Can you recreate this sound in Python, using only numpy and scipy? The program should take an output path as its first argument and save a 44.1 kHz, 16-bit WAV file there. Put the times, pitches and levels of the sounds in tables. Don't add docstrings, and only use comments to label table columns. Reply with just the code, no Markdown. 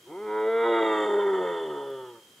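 import sys
import numpy as np
from scipy import signal
from scipy.fft import rfft, irfft
from scipy.io import wavfile
from scipy.ndimage import uniform_filter1d

SR = 44100
rng = np.random.default_rng(int(sys.argv[2]) if len(sys.argv) > 2 else 0)


def unload_wav(signal):
    wavfile.write(
        sys.argv[1],
        SR,
        np.round(np.clip(np.atleast_2d(signal).T, -1, 1) * 32767).astype(np.int16),
    )


N = 105840
T = np.arange(N) / SR
BINS = np.fft.rfftfreq(N, 1 / SR)

# time in seconds, pitch in Hz.
FOLD_PITCH = [(.05, 110), (.09, 139.5), (.16, 188.6), (.19, 202.8), (.23, 213), (.3, 212), (.41, 216.3),
              (.51, 225.1), (.6, 230.6), (.68, 233), (.75, 227.8), (.99, 211.2), (1.13, 204.5), (1.21, 204),
              (1.36, 188.9), (1.47, 176), (1.63, 161.5), (1.78, 141.5), (1.95, 133.3), (2.04, 127.1),
              (2.12, 120.2), (2.2, 109.2)]
# time in seconds, half harmonics against whole in dB.
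PERIOD_DOUBLING = [(.24, -19.5), (.29, -3.5), (.46, -1), (.5, -11.5), (.62, -8.5), (.66, 7.5), (.8, -4),
                   (.9, 1.5), (1.04, 1), (1.12, -8), (1.34, -14.5), (1.4, -4.5), (1.44, -4.5), (1.72, 3),
                   (1.8, -12), (1.89, -6.5), (1.95, -30)]
# time in seconds, rasp gain in the body in dB, rasp gain higher up in dB.
FOLD_RASP = [(.08, -10, -6), (.22, -28, -16), (.6, -30, -17), (.7, -22, -10), (.77, -24, -12),
             (.82, -11, -3), (.9, -21, -10), (1.02, -19, -9), (1.08, -4, 3), (1.14, -5, 3), (1.2, -13, 0),
             (1.3, -14, 0), (1.39, -7, 1), (1.46, -17, -7), (1.62, -18, -7), (1.7, -13, -3),
             (1.88, -17, -6), (1.98, -26, -16), (2.2, -18, -12)]
# time in seconds, first, second and third resonance in Hz, tuning factor
THROAT_SHAPE = [(.1, 361, 937, 1280, 1.08), (.35, 408, 955, 1360, 1.03), (.6, 456, 975, 1300, 1.03),
                (.69, 437, 939, 1327, 1.025), (.78, 381, 920, 1270, 1.025), (.97, 380.5, 910, 1178, 0.97),
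                (1.2, 401, 927, 1346, 0.96), (1.38, 389, 927, 1230, 0.93), (1.47, 437.5, 947, 1256, 0.95),
                (1.7, 386, 931, 1253, 0.93), (1.87, 403, 925, 1230, 0.93), (2.15, 374, 914, 1220, 0.89)]
# time in seconds, gain in dB.
SHOULDER_GAIN = [(.2, -35), (.7, -9), (.95, -22), (1.2, -5), (1.38, -30.5), (1.45, -6), (1.7, -15.5),
                 (1.92, -6), (2.02, -10), (2.2, -2.5)]
# time in seconds, level going into the mix in dB.
CHEST_LEVEL = [(.04, -83), (.1, -60.5), (.17, -59.5), (.22, -52.5), (.42, -54), (0.519, -47), (.66, -46),
               (.8, -50.5), (1, -53), (1.12, -48.5), (1.4, -50), (1.52, -52), (1.6, -66), (1.7, -55),
               (1.82, -62), (1.95, -60), (2.1, -64.5), (2.23, -78)]
BODY_LEVEL = [(0.03, -76), (0.08, -47.5), (0.13, -40), (0.49, -23.5), (0.51, -26), (0.7, -22.5), (0.8, -26),
              (0.81, -24), (0.98, -27.5), (1.16, -24.5), (1.18, -21.5), (1.22, -28), (1.27, -22.5),
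              (1.51, -31), (1.9, -36.5), (1.94, -36), (2.15, -48.5), (2.23, -66)]
SECOND_LEVEL = [(0.05, -71), (0.12, -51.5), (0.17, -46), (0.2, -55), (0.26, -48.5), (0.31, -36),
                (0.39, -34), (0.5, -46.5), (0.57, -42.5), (0.67, -29.5), (0.7, -35.5), (0.74, -30.5),
                (1.11, -35.5), (1.19, -37), (1.21, -31), (1.25, -35.5), (1.59, -39), (1.67, -46),
                (1.79, -40), (1.9, -50.5), (1.92, -59), (2.0, -47), (2.18, -58), (2.23, -83)]
THIRD_LEVEL = [(0.05, -84), (0.08, -64.5), (0.38, -38.5), (0.44, -43.5), (0.49, -38.5), (0.67, -33),
               (0.7, -40), (0.74, -32.5), (0.8, -29.5), (0.81, -36.5), (0.96, -30.5), (1.08, -38.5),
               (1.55, -41.5), (1.69, -53.5), (1.71, -42), (1.77, -48), (2.08, -53), (2.13, -68),
               (2.16, -55.5), (2.23, -79)]
NASAL_LEVEL = [(0.07, -76), (0.11, -59.5), (0.26, -55), (0.27, -50.5), (0.67, -36), (0.69, -42),
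               (0.73, -35), (1.05, -38), (1.06, -43.5), (1.23, -43.5), (1.46, -46), (1.47, -42.5),
               (1.7, -54), (2.09, -66.5), (2.2, -75)]
EDGE_LEVEL = [(.1, -89), (.3, -62.5), (.45, -56), (.58, -50.5), (.66, -45), (.77, -41.5), (.9, -42),
              (1.03, -41.5), (1.17, -50), (1.21, -43), (1.26, -51), (1.45, -48), (1.62, -47), (1.75, -53),
              (1.95, -56), (2.1, -60.5), (2.2, -91)]
BREATH_LEVEL = [(.4, -89), (.75, -64.5), (.9, -60), (1, -55), (1.12, -60), (1.27, -66), (1.4, -64),
                (1.6, -65), (1.9, -80), (2.1, -95)]
# base frequency in Hz, width in Hz, gain in dB.
NASAL_MODES = [(1943, 58, 2.5), (2269, 108, -8)]
EDGE_MODES = [(2764, 65, 1.5), (3301, 235, -0.5), (3674, 134, 4.5)]
BREATH_MODES = [(4484, 410, -12), (6200, 500, -17.5), (7215, 360, -5), (8240, 220, -10.5),
                (10700, 680, -24)]
# frequency in Hz, left minus right in dB.
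MIC_BALANCE = [(300, .2), (450, .3), (740, .3), (1000, -2.8), (1250, -3.2), (2000, -1.5), (3300, 2),
               (5000, 0)]
# frequency in Hz, lead of the left in radians.
MIC_PHASE = [(300, 0), (450, .03), (750, .3), (1000, .35), (1300, .3), (2070, .5), (2760, .4), (3620, -.3),
             (4200, 0)]
# wing tone in Hz, pulses per second, level of the direct tone in dB.
TREE_CRICKETS = [(3175, 82, -64), (3143, 30, -74), (3130, 39, -77), (3840, 35, -80.5)]
# frequency in Hz, relative spectral level in dB.
HISS_COLOUR = [(25, -24), (70, -11.5), (130, -1), (250, 0.5), (420, 2.5), (700, -7.5), (1200, -5),
               (2000, -6), (4500, -8.5), (8000, -9.5), (12500, -13.5), (15500, -18)]
# frequency in Hz, correlation from 0 to 1.
HISS_LIKENESS = [(60, 0.99), (180, 1.0), (550, 0.95), (1650, 0.11), (4970, 0.36), (15000, 0.89)]


def amp(db):
    return 10 ** (np.asarray(db) / 20)


def unit(x):
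    return x / np.sqrt(np.mean(x ** 2) + 1e-20)


def curve(rows, column=1):
    rows = np.array(rows)
    return np.interp(T, rows[:, 0], rows[:, column])


def spectrum(rows):
    hz, value = np.transpose(rows)
    return np.interp(np.log(BINS + 1), np.log(hz + 1), value)


def drift(rate_hz):
    return unit(irfft(rfft(rng.standard_normal(N)) / (1 + (BINS / rate_hz) ** 4), N))


def band(x, edges_hz, order=4):
    return signal.sosfilt(signal.butter(order, edges_hz, "band", fs=SR, output="sos"), x)


def notch(x, hz, q):
    return signal.lfilter(*signal.iirnotch(hz, q, SR), x)


def resonate(x, hz, width_hz, order=1):
    carrier = np.exp(2j * np.pi * np.cumsum(hz * np.ones(N)) / SR)
    pole = np.exp(-np.pi * width_hz / SR)
    baseband = x / carrier
    for _ in range(order):
        baseband = signal.lfilter([1 - pole], [1, -pole], baseband)
    return 2 * (carrier * baseband).real


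def at_level(x, rows):
    power = uniform_filter1d(uniform_filter1d(x ** 2, size=1500), size=1500)
    sounding = uniform_filter1d(1. * ((T > rows[0][0]) & (T < rows[-1][0])), size=600)
    return x / np.sqrt(abs(power) + 1e-12) * amp(curve(rows)) * sounding


def hyena(wander=.0034, jitter=.006, flutter_db=2.5, edge_rasp_db=6.5):
    rasp_low, rasp_high = amp(curve(FOLD_RASP, 1)), amp(curve(FOLD_RASP, 2))
    chaos = rasp_high / np.sqrt(1 + rasp_high ** 2)
    hz = curve(FOLD_PITCH) * (1 + wander * chaos * drift(25) + jitter * (1 + 2 * chaos) * drift(180))
    cycles = np.cumsum(hz) / SR
    pulses, puffs = fold_pulses(cycles), air_puffs(cycles, hz)
    flutter = amp(flutter_db * chaos ** 2 * drift(28))
    first_hz, second_hz, third_hz, tuning = (curve(THROAT_SHAPE, k) for k in range(1, 5))

    chest = at_level(np.cos(2 * np.pi * cycles), CHEST_LEVEL)
    body = throat_body(pulses + rasp_low * band(puffs, (230, 2000), order=2), first_hz, tuning)
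    drive = pulses + rasp_high * puffs
    middle = throat_middle(drive, second_hz, third_hz, tuning, chaos)
    edge = bright_edge(pulses + amp(edge_rasp_db) * rasp_high * puffs, tuning)
    upper = middle + nasal_ring(drive, tuning) + edge + breath(puffs)
    return chest + body + flutter * notch(upper, hz=2477, q=5.5)


def fold_pulses(cycles, smear=.01208, half_smear=.025, skew=.048):
    whole = sum(np.cos(2 * np.pi * k * (cycles - smear * k)) for k in range(2, 34))
    halves = sum(np.cos(2 * np.pi * (k + .5) * (cycles - skew - half_smear * k)) for k in range(1, 26))
    doubling = amp(curve(PERIOD_DOUBLING))
    return (whole + doubling * halves) / np.sqrt(1 + doubling ** 2)


def air_puffs(cycles, hz, decay_cycles=.2):
    gate = unit(.65 + np.exp(-(cycles % 1) / decay_cycles))
    return gate * rng.standard_normal(N) * np.sqrt(SR / hz) / 2


def throat_body(drive, first_hz, tuning):
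    first = resonate(drive, first_hz, width_hz=49.5)
    shoulder = amp(curve(SHOULDER_GAIN)) * resonate(drive, 554, width_hz=44)
    side_ring = amp(-15) * resonate(drive, 655 * tuning, width_hz=110, order=2)
    body = band(first - shoulder + side_ring, (38, 853), order=3)
    return at_level(notch(body, hz=251.2, q=7.5), BODY_LEVEL)


def throat_middle(drive, second_hz, third_hz, tuning, chaos):
    second = band(resonate(drive, second_hz, width_hz=31), (749, 1080))
    upper_ring = amp(-17) * resonate(drive, 1714 * tuning, width_hz=75)
    third = band(resonate(drive, third_hz, width_hz=145) - chaos * upper_ring, (1100, 1810))
    return at_level(second, SECOND_LEVEL) + at_level(third, THIRD_LEVEL)


def nasal_ring(drive, tuning):
    rings = sum((-1) ** k * amp(db) * resonate(drive, hz * tuning, width)
                for k, (hz, width, db) in enumerate(NASAL_MODES))
    return at_level(band(rings, (1612, 2480), order=7), NASAL_LEVEL)


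def bright_edge(drive, tuning):
    rings = sum(amp(db) * resonate(drive, hz * tuning, width, order=2) for hz, width, db in EDGE_MODES)
    return at_level(band(rings, (2670, 3753), order=7), EDGE_LEVEL)


def breath(puffs):
    rings = sum(amp(db) * resonate(puffs, hz, width, order=2) for hz, width, db in BREATH_MODES)
    return at_level(rings, BREATH_LEVEL)


def hillside(voice, tail_db=-24, t60_s=.55, onset_s=.038):
    left = amp(spectrum(MIC_BALANCE) / 2) * np.exp(.5j * spectrum(MIC_PHASE))
    direct = irfft(rfft(voice) * np.array([left, 1 / left]), N)
    centre = band(rng.standard_normal(N), (250, 1800), order=1)
    wide = .52 * band(rng.standard_normal((2, N)), (614, 2990), order=2)
    echoes = (centre + wide) * amp(-60 * T / t60_s) * np.minimum(T / onset_s, 1)
    tail = signal.fftconvolve(voice[None], echoes / np.linalg.norm(echoes[0]), axes=1)[:, :N]
    return direct + amp(tail_db) * tail


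def crickets(blur=.35, spread=.66):
    chorus = np.zeros((2, N))
    for hz, rate, db in TREE_CRICKETS:
        strokes = np.cumsum(rate * (1 + .043 * drift(4.2))) / SR + rng.random()
        cycles = np.cumsum(hz * (1 + .00431 * drift(35))) / SR
        trill = unit(np.sin(np.pi * strokes) ** 2 * np.sin(2 * np.pi * cycles))
        centre, *sides = [unit(resonate(noise, hz, width_hz=110, order=2))
                          for noise in rng.standard_normal((3, N))]
        chorus += amp(db) * (trill + blur * centre + spread * np.array(sides))
    return chorus


def stalk(start_s=1.903, level_db=-54, decay_s=.003):
    snap = unit(resonate(rng.standard_normal(N), 12500, width_hz=2500))
    return amp(level_db) * snap * (T > start_s) * np.exp(-abs(T - start_s) / decay_s)


def evening_air(level_db=-58, waver_db=.14):
    left, independent = rfft(rng.standard_normal((2, N)))
    likeness = np.clip(spectrum(HISS_LIKENESS), 0, 1)
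    right = likeness * left + np.sqrt(1 - likeness ** 2) * independent
    hiss = unit(irfft(np.array([left, right]) * amp(spectrum(HISS_COLOUR)), N))
    return amp(level_db + waver_db * drift(24)) * hiss


def scene():
    return hillside(hyena()) + crickets() + evening_air() + stalk()


def record(dry, cutoff_hz=15720):
    lowpass = signal.firwin(511, cutoff_hz, window=("kaiser", 9), fs=SR)
    return signal.oaconvolve(dry, lowpass[None], "same")


dry = scene()
out = record(dry)
unload_wav(out)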